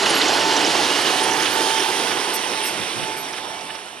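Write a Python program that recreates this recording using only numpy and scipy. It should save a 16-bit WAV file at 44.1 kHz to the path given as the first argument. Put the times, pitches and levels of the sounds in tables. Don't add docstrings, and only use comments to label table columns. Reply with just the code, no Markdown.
import sys
import numpy as np
from scipy import signal
from scipy.fft import rfft, irfft
from scipy.io import wavfile
from scipy.ndimage import uniform_filter1d

SR = 44100
rng = np.random.default_rng(int(sys.argv[2]) if len(sys.argv) > 2 else 0)


def to_wav(s):
    ch = np.atleast_2d(s).T
    pcm = np.round(np.clip(ch, -1, 1) * 32767)
    wavfile.write(sys.argv[1], SR, pcm.astype(np.int16))


N = 176400

DISTANCE_TIMES = [.35, 1.55, 2.5, 3.6]
# time in seconds, shaft turns per second.
SHAFT_SPEED = [(0, 41.9), (.4, 42.1), (.6, 42.5), (.95, 41.0), (1.25, 42.0), (1.5, 41.8), (1.8, 42.3),
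               (2.2, 41.9), (2.55, 42.15), (2.85, 41.3), (3.1, 41.9), (3.35, 41.65), (3.7, 42.0), (4, 41.7)]
WAVER_DEPTH, WAVER_HZ = .16, 14


def roar(firings_per_turn=3, throb=.03, bass_edge_hz=460):
    # frequency in Hz, relative level in dB at the four distances.
    spectrum = [(25, -35, -40, -40, -38), (52, -39, -44, -40, -31), (107, -12, -14, -15, -11.5),
                (216, -7, -11.5, -6.5, -7), (311, 3, 2, -0.5, -1), (388, 3.5, 3, 2.5, 1.5),
                (497, -1, -2.5, 0, -1.5), (577, -1, -3.5, -5, -5), (664, 0, -2, -1, 1.5),
                (920, 0.5, 0, 0, -.5), (1280, -4, -3.5, -4.5, -3), (1450, -1.5, -2.5, -1.5, -2.5),
                (2400, -6, -5.5, -3.5, -4), (2980, -1.5, -2, -1, -2), (3700, -4.5, -5.5, -3.5, -3.5),
                (4170, -5.5, -8, -7, -9.5), (4640, -7, -8, -6.5, -10.5), (5700, -8.5, -9, -5.5, -6.5),
                (6180, -13, -8, -9, -10), (7040, -11.5, -15.5, -19, -25.5), (7550, -14, -18, -13, -11.5),
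                (8970, -19, -12.5, -15, -16), (9300, -16.5, -12.5, -9, -9.5),
                (10460, -22.5, -18.5, -18.5, -20), (12100, -28.5, -25, -26, -26.5),
                (13100, -38, -29, -29, -35), (14900, -45, -48, -50, -50)]
    # frequency in Hz, left minus right in dB at the four distances.
    balance = [(100, 2, 0, 0, -1), (385, -2.5, -3, -1.5, -0.5), (900, -6.5, -12, -12.5, -12.5),
               (2050, -5.5, -7, -6.5, -5), (3200, -4, -6.5, -8, -9), (4220, -2.5, -9, -12.5, -12),
               (5860, -4, -15.5, -10, -9), (7040, -2, -14, -7, -3), (8140, -17, 2, 7, 14),
               (8900, 22, 4, 3, 2), (9900, 1.5, -1, 1, -0.5)]
    # frequency in Hz, left's phase lead in radians at the four distances.
    left_lead = [(60, 0.96, 0.6, -2.3, 0.4), (550, 0.4, -0.03, .25, -0.7), (1200, 0.75, 1, 1.3, 1.24),
                 (1780, 0.53, 1.2, 1.2, 2), (2500, 0.4, 0.92, 0.63, 0.5), (3900, -0.1, 0.44, 0.6, 1),
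                 (5600, 0.1, 1, 1.5, 1.4), (6340, 0.17, 2.3, 4.5, 4), (7540, -1, -2.4, -3, -3),
                 (8800, 0, 0, 0, 0)]
    # frequency in Hz, likeness of left and right from 0 to 1.
    coherence = [(60, 0.49), (140, 1), (300, 0.98), (1000, 0.86), (2500, 0.95), (6000, 0.95), (8000, 0.87),
                 (10500, 1)]
    # time in seconds, bass against the rest in dB.
    bass_swing = [(0, 0.5), (1.0, 0.2), (1.42, 1.5), (1.65, -2), (1.9, -2), (2.1, 0), (2.28, -2), (2.6, -1),
                  (2.9, 2), (3.3, -0.5), (4, -0.5)]
    hz, t = np.fft.rfftfreq(1024, 1 / SR), np.arange(N // 256 + 5) * 256 / SR
    a, b, c, d, patches = rng.standard_normal((5, len(hz), len(t)))
    patch_db = smoothed(patches, 22, 9)
    flicker_db = .6 * smoothed(rng.standard_normal(len(t)), 3)
    swell_db = .15 * smoothed(rng.standard_normal(len(t)), 12)
    ripple_db = .9 * smoothed(rng.standard_normal(a.shape), 2, 110)
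    likeness = np.clip(at_frequency(coherence, hz).T, 0, 1)
    right = a + 1j * b
    left = likeness * right + np.sqrt(1 - likeness ** 2) * (c + 1j * d)
    left *= np.exp(1j * at_distance(left_lead, hz, t))
    ratio = amp(at_distance(balance, hz, t))
    pair = np.array([left * ratio, right]) / np.sqrt(1 + ratio ** 2)
    colour = amp(at_distance(spectrum, hz, t) + ripple_db)
    colour /= np.sqrt((colour ** 2).mean(0))
    colour *= amp(curve(bass_swing, t) / (1 + (hz[:, None] / bass_edge_hz) ** 10))
    treble_share = np.minimum(hz / 1500, 1)[:, None]
    unrest = amp(patch_db + (flicker_db + swell_db) * treble_share)
    air = signal.istft(pair * colour * unrest, nperseg=1024, noverlap=768)[1][:, :N]
    firings = firings_per_turn * np.cumsum(curve(SHAFT_SPEED, np.arange(N) / SR)) / SR
    return unit_rms(air) * (1 + throb * np.cos(2 * np.pi * firings))


def whine(jitter=.0025, left_db=-8, left_lead_rad=.61):
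    # multiple of the shaft speed, relative level in dB at the four distances.
    orders = [(9, -16, -15, -15, -16), (10, -8, -14, -12, -13), (21, 0, 0, 0, 0), (24, -12, -14, -13, -15),
              (42, -10, -11, -14, -13)]
    # time in seconds, level against the roar in dB.
    level = [(0, -15), (.19, -19), (.34, -16), (.43, -7), (.57, -9), (.72, -18), (1.0, -13), (1.15, -14),
             (1.22, -4), (1.32, -4), (1.5, -10), (1.58, -6), (1.8, -7), (2.07, -13), (2.18, -8.5),
             (2.29, -16), (2.35, -5), (2.42, -14), (2.46, -6), (2.52, -15), (2.58, -6.5), (2.68, -6),
             (2.8, -13), (2.97, -15), (3.06, -1), (3.15, -2.5), (3.25, -12), (3.53, -6), (3.65, -8),
             (3.76, -4), (3.82, -11), (4, -13)]
    t = np.arange(N) / SR
    turns = np.cumsum(curve(SHAFT_SPEED, t) * (1 + jitter * drift(28.7))) / SR
    tone = 0
    for multiple, *db in orders:
        waver = 1 + WAVER_DEPTH * (drift(WAVER_HZ) + 1j * drift(WAVER_HZ))
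        partial = np.exp(2j * np.pi * (multiple * turns + rng.random()))
        tone += amp(np.interp(t, DISTANCE_TIMES, db)) * waver * partial
    pair = np.array([tone * amp(left_db) * np.exp(1j * left_lead_rad), tone]).real
    return np.sqrt(2) * amp(curve(level, t)) * pair


def rattles(clank_db=-2, rush_db=-4.5):
    # start in seconds, length in seconds, relative level in dB.
    clusters = [(1.44, 0.05, -20), (1.693, 0.025, -21), (1.765, 0.028, -25), (2.1, 0.048, -23),
                (2.52, 0.029, -24.5), (3.02, 0.024, -26), (3.325, 0.028, -28.5), (3.37, 0.026, -29.5),
                (3.685, 0.031, -31.5), (3.74, .035, -34.5)]
    # frequency in Hz, relative level in dB.
    frame_modes = [(870, -3), (1480, -4), (1735, -0.5), (2090, -3), (2300, -1.5), (2620, -4), (2980, 1.5),
                   (3310, -1.5), (3700, -5)]
    rush_colour = [(300, -31), (900, 2), (2200, 2), (3400, 0), (4500, -15), (9000, -25), (15000, -49)]
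    force = swells(clusters)
    clanks = loose_metal(force, frame_modes, knocks_per_s=350, decay_s=.006)
    return amp(clank_db) * clanks + amp(rush_db) * noise(rush_colour) * force


def jingle():
    # time in seconds, level in dB before panning.
    level = [(0, -32), (.2, -27.5), (.4, -30), (.7, -30.5), (1.1, -34), (1.35, -44), (2, -50), (4, -70)]
    # frequency in Hz, relative level in dB.
    part_modes = [(2900, -1), (3080, -2), (3420, 1), (4150, 0), (4480, 0), (4740, 1), (4920, 2)]
    force = amp(curve(level, np.arange(N) / SR))
    return loose_metal(force, part_modes, knocks_per_s=420, decay_s=.002)


def ticks(rise_s=.00017, decay_s=.0055):
    # start in seconds, pitch in Hz, relative level in dB.
    strikes = [(.215, 4050, -13.5), (.283, 6500, -21), (0.566, 5710, -16), (.648, 5240, -16),
               (.663, 6300, -18), (.849, 6110, -25), (.973, 6100, -27), (1.019, 8300, -25),
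               (1.311, 6000, -23), (1.334, 6100, -24), (1.400, 5900, -24), (1.421, 6100, -23.5),
               (1.802, 5500, -20), (1.92, 6560, -26), (2.392, 6000, -33), (2.739, 5750, -30),
               (3.035, 5500, -29), (3.331, 5500, -28), (3.608, 5300, -31), (3.752, 5400, -32)]
    out, t = np.zeros(N), np.arange(SR // 40) / SR
    for start, hz, db in strikes:
        envelope = np.exp(-t / decay_s) - np.exp(-t / rise_s)
        add(out, start, amp(db) * envelope * rough_tone(t, hz, width_hz=670))
    return out


def squeaks(quiver_depth_hz=110, quiver_rate_hz=300):
    # start in seconds, length in seconds, pitch in Hz, level in dB.
    notes = [(.092, .028, 9480, -26), (.143, .025, 11450, -33), (.165, .035, 11280, -33),
             (1.224, .03, 9520, -27), (1.52, .025, 13200, -42), (1.525, .04, 11850, -39),
             (2.337, .033, 12530, -30), (2.625, .03, 9530, -28), (2.642, .025, 12450, -34),
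             (2.66, .035, 12680, -39), (2.67, .07, 11400, -44), (3.165, .075, 11430, -39)]
    out = np.zeros(N)
    for start, length, hz, db in notes:
        t = np.arange(0, length, 1 / SR)
        turns = np.cumsum(hz + quiver_depth_hz * drift(quiver_rate_hz)[:len(t)]) / SR
        envelope = np.sqrt(2) * amp(db) * np.sin(np.pi * t / length)
        add(out, start, envelope * np.sin(2 * np.pi * turns))
    return out


def singing(jitter=.0035, jitter_hz=60):
    # start and length in seconds, first pitch in Hz, glide in Hz per second, relative dB.
    notes = [(-.05, .2, 843, 0, -30), (.17, .22, 837, 0, -31), (.45, .42, 839, -15, -35.5),
             (1.27, .11, 915, 150, -32), (.8, .45, 4915, 20, -40), (0, .34, 3000, 200, -31),
             (.2, .6, 2850, 25, -36), (.5, .25, 2975, 40, -34), (.55, .55, 1680, 55, -37),
             (.84, .38, 2878, 140, -31.5), (1.08, .27, 1748, 15, -36), (1.19, .15, 3192, 20, -34),
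             (1.55, .39, 3110, 160, -30.5), (1.68, .24, 3525, 90, -37), (2.6, .14, 2630, 20, -38),
             (3.48, .22, 2270, 40, -46), (3.75, .3, 2975, 120, -48), (.8, 3.2, 4422, 4, -48),
             (2.0, 1.2, 8840, 20, -44), (1.2, .7, 10600, 30, -47)]
    out = np.zeros(N)
    for start, length, hz, glide, db in notes:
        t = np.arange(0, length, 1 / SR)[:N]
        pitch = (hz + glide * t) * (1 + jitter * drift(jitter_hz)[:len(t)])
        envelope = amp(db) * np.sqrt(2 * abs(np.sin(np.pi * t / length)))
        add(out, start, envelope * np.sin(2 * np.pi * np.cumsum(pitch) / SR))
    return out


def scrapes():
    # start in seconds, length in seconds, level in dB.
    drags = [(1.005, 0.022, -37), (2.325, 0.052, -29), (2.645, 0.057, -29.5), (3.16, .04, -37)]
    # frequency in Hz, relative level in dB.
    colour = [(3000, -24), (5500, 5), (7000, -9), (8300, 6), (10500, 1.5), (12700, -2), (15000, -32)]
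    return noise(colour) * swells(drags)


def fan_hum():
    # time in seconds, pitch in Hz, level in dB before panning.
    course = [(0, 745, -43), (.4, 738, -34), (.65, 729, -33), (.85, 733, -39), (1.05, 740, -35),
              (1.3, 750, -31.5), (1.5, 761, -34), (1.7, 772, -34.5), (2.0, 777, -40), (2.2, 765, -50),
              (2.4, 757, -43), (2.5, 752, -52), (2.68, 747, -41), (2.9, 746, -52), (3.08, 746, -44),
              (3.25, 746, -52), (3.5, 747, -45), (3.7, 746, -55), (4, 745, -60)]
    times, hz, db = np.transpose(course)
    t = np.arange(N) / SR
    tone = np.sin(2 * np.pi * np.cumsum(np.interp(t, times, hz)) / SR)
    waver = 1 + WAVER_DEPTH * drift(WAVER_HZ)
    return np.sqrt(2) * amp(np.interp(t, times, db)) * waver * tone


def wind(rumble_db=-77):
    # start in seconds, length in seconds, level in dB.
    puffs = [(2.785, .06, -34), (2.94, .08, -33.5), (3.015, .05, -33)]
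    # frequency in Hz, relative level in dB.
    puff_colour = [(25, -36), (55, -24), (75, -10), (110, -2), (170, 2), (230, -3), (320, -11), (900, -48),
                   (4000, -80)]
    rumble_colour = [(20, -17), (50, -25), (90, 9), (160, 0), (260, 2), (800, -45), (4000, -80)]
    return np.array([amp(rumble_db) * noise(rumble_colour) + noise(puff_colour) * swells(puffs)
                     for side in range(2)])


def loose_metal(force, modes, knocks_per_s, decay_s):
    t = np.arange(SR // 20) / SR
    rate = knocks_per_s * np.maximum(1 + .5 * drift(knocks_per_s), 0)
    knocks = np.diff(np.floor(np.cumsum(rate) / SR), prepend=0)
    out = np.zeros(N)
    for hz, db in modes:
        mode = amp(db) * np.exp(-t / decay_s) * np.sin(2 * np.pi * hz * t)
        out += signal.oaconvolve(force * knocks * rng.uniform(-1, 1, N), mode)[:N]
    return unit_rms(out) * np.sqrt(np.mean(force ** 2))


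def rough_tone(t, hz, width_hz, size=16384):
    resonance = np.exp(-((np.fft.rfftfreq(size, 1 / SR) - hz) / width_hz) ** 2)
    return unit_rms(irfft(rfft(rng.standard_normal(size)) * resonance)[:len(t)])


def noise(colour):
    gain = amp(at_frequency(colour, np.fft.rfftfreq(N, 1 / SR))[0])
    return unit_rms(irfft(rfft(rng.standard_normal(N)) * gain, N))


def drift(hz):
    lowpass = np.exp(-(np.fft.rfftfreq(N, 1 / SR) / hz) ** 2)
    return unit_rms(irfft(rfft(rng.standard_normal(N)) * lowpass, N))


def swells(rows):
    level = np.zeros(N)
    for start, length, db in rows:
        add(level, start, amp(db) * np.sin(np.pi * np.arange(0, length, 1 / SR) / length))
    return level


def add(mix, start_s, sound):
    at = round(start_s * SR)
    sound = sound[max(-at, 0):]
    part = mix[max(at, 0):][:len(sound)]
    part += sound[:len(part)]


def at_distance(points, hz, t):
    share = np.array([np.interp(t, DISTANCE_TIMES, row) for row in np.eye(len(DISTANCE_TIMES))])
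    return at_frequency(points, hz).T @ share


def at_frequency(points, hz):
    f, *columns = np.transpose(points)
    return np.array([np.interp(np.log(hz + 1), np.log(f + 1), c) for c in columns])


def curve(points, t):
    return np.interp(t, *np.transpose(points))


def smoothed(x, *widths):
    for axis, width in enumerate(widths):
        x = uniform_filter1d(x, size=width, axis=axis)
    return unit_rms(x)


def unit_rms(x):
    return x / np.sqrt(np.mean(abs(x) ** 2) + 1e-20)


def amp(db):
    return 10 ** (np.asarray(db) / 20)


def scene():
    # time in seconds, level in dB.
    departure = [(0, -18), (.3, -18), (.99, -19), (1.03, -21), (1.08, -19), (1.35, -20.5), (1.65, -19.5),
                 (2.1, -21.5), (2.45, -24), (2.65, -23.5), (2.8, -25.5), (3.1, -27.5), (3.3, -29.5),
                 (3.76, -33), (3.82, -34), (4, -37)]
    tractor = (roar() + whine()) * amp(curve(departure, np.arange(N) / SR))
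    pan_right = amp([[-6], [1.5]])
    planter = (ticks() + rattles() + jingle() + singing() + fan_hum()) * pan_right
    return tractor + planter + squeaks() + scrapes() + wind()


def record(dry):
    lowpass = signal.firwin(511, 15400, window=("kaiser", 9), fs=SR)
    return signal.oaconvolve(dry, lowpass[None], "same")


dry = scene()
out = record(dry)
to_wav(out)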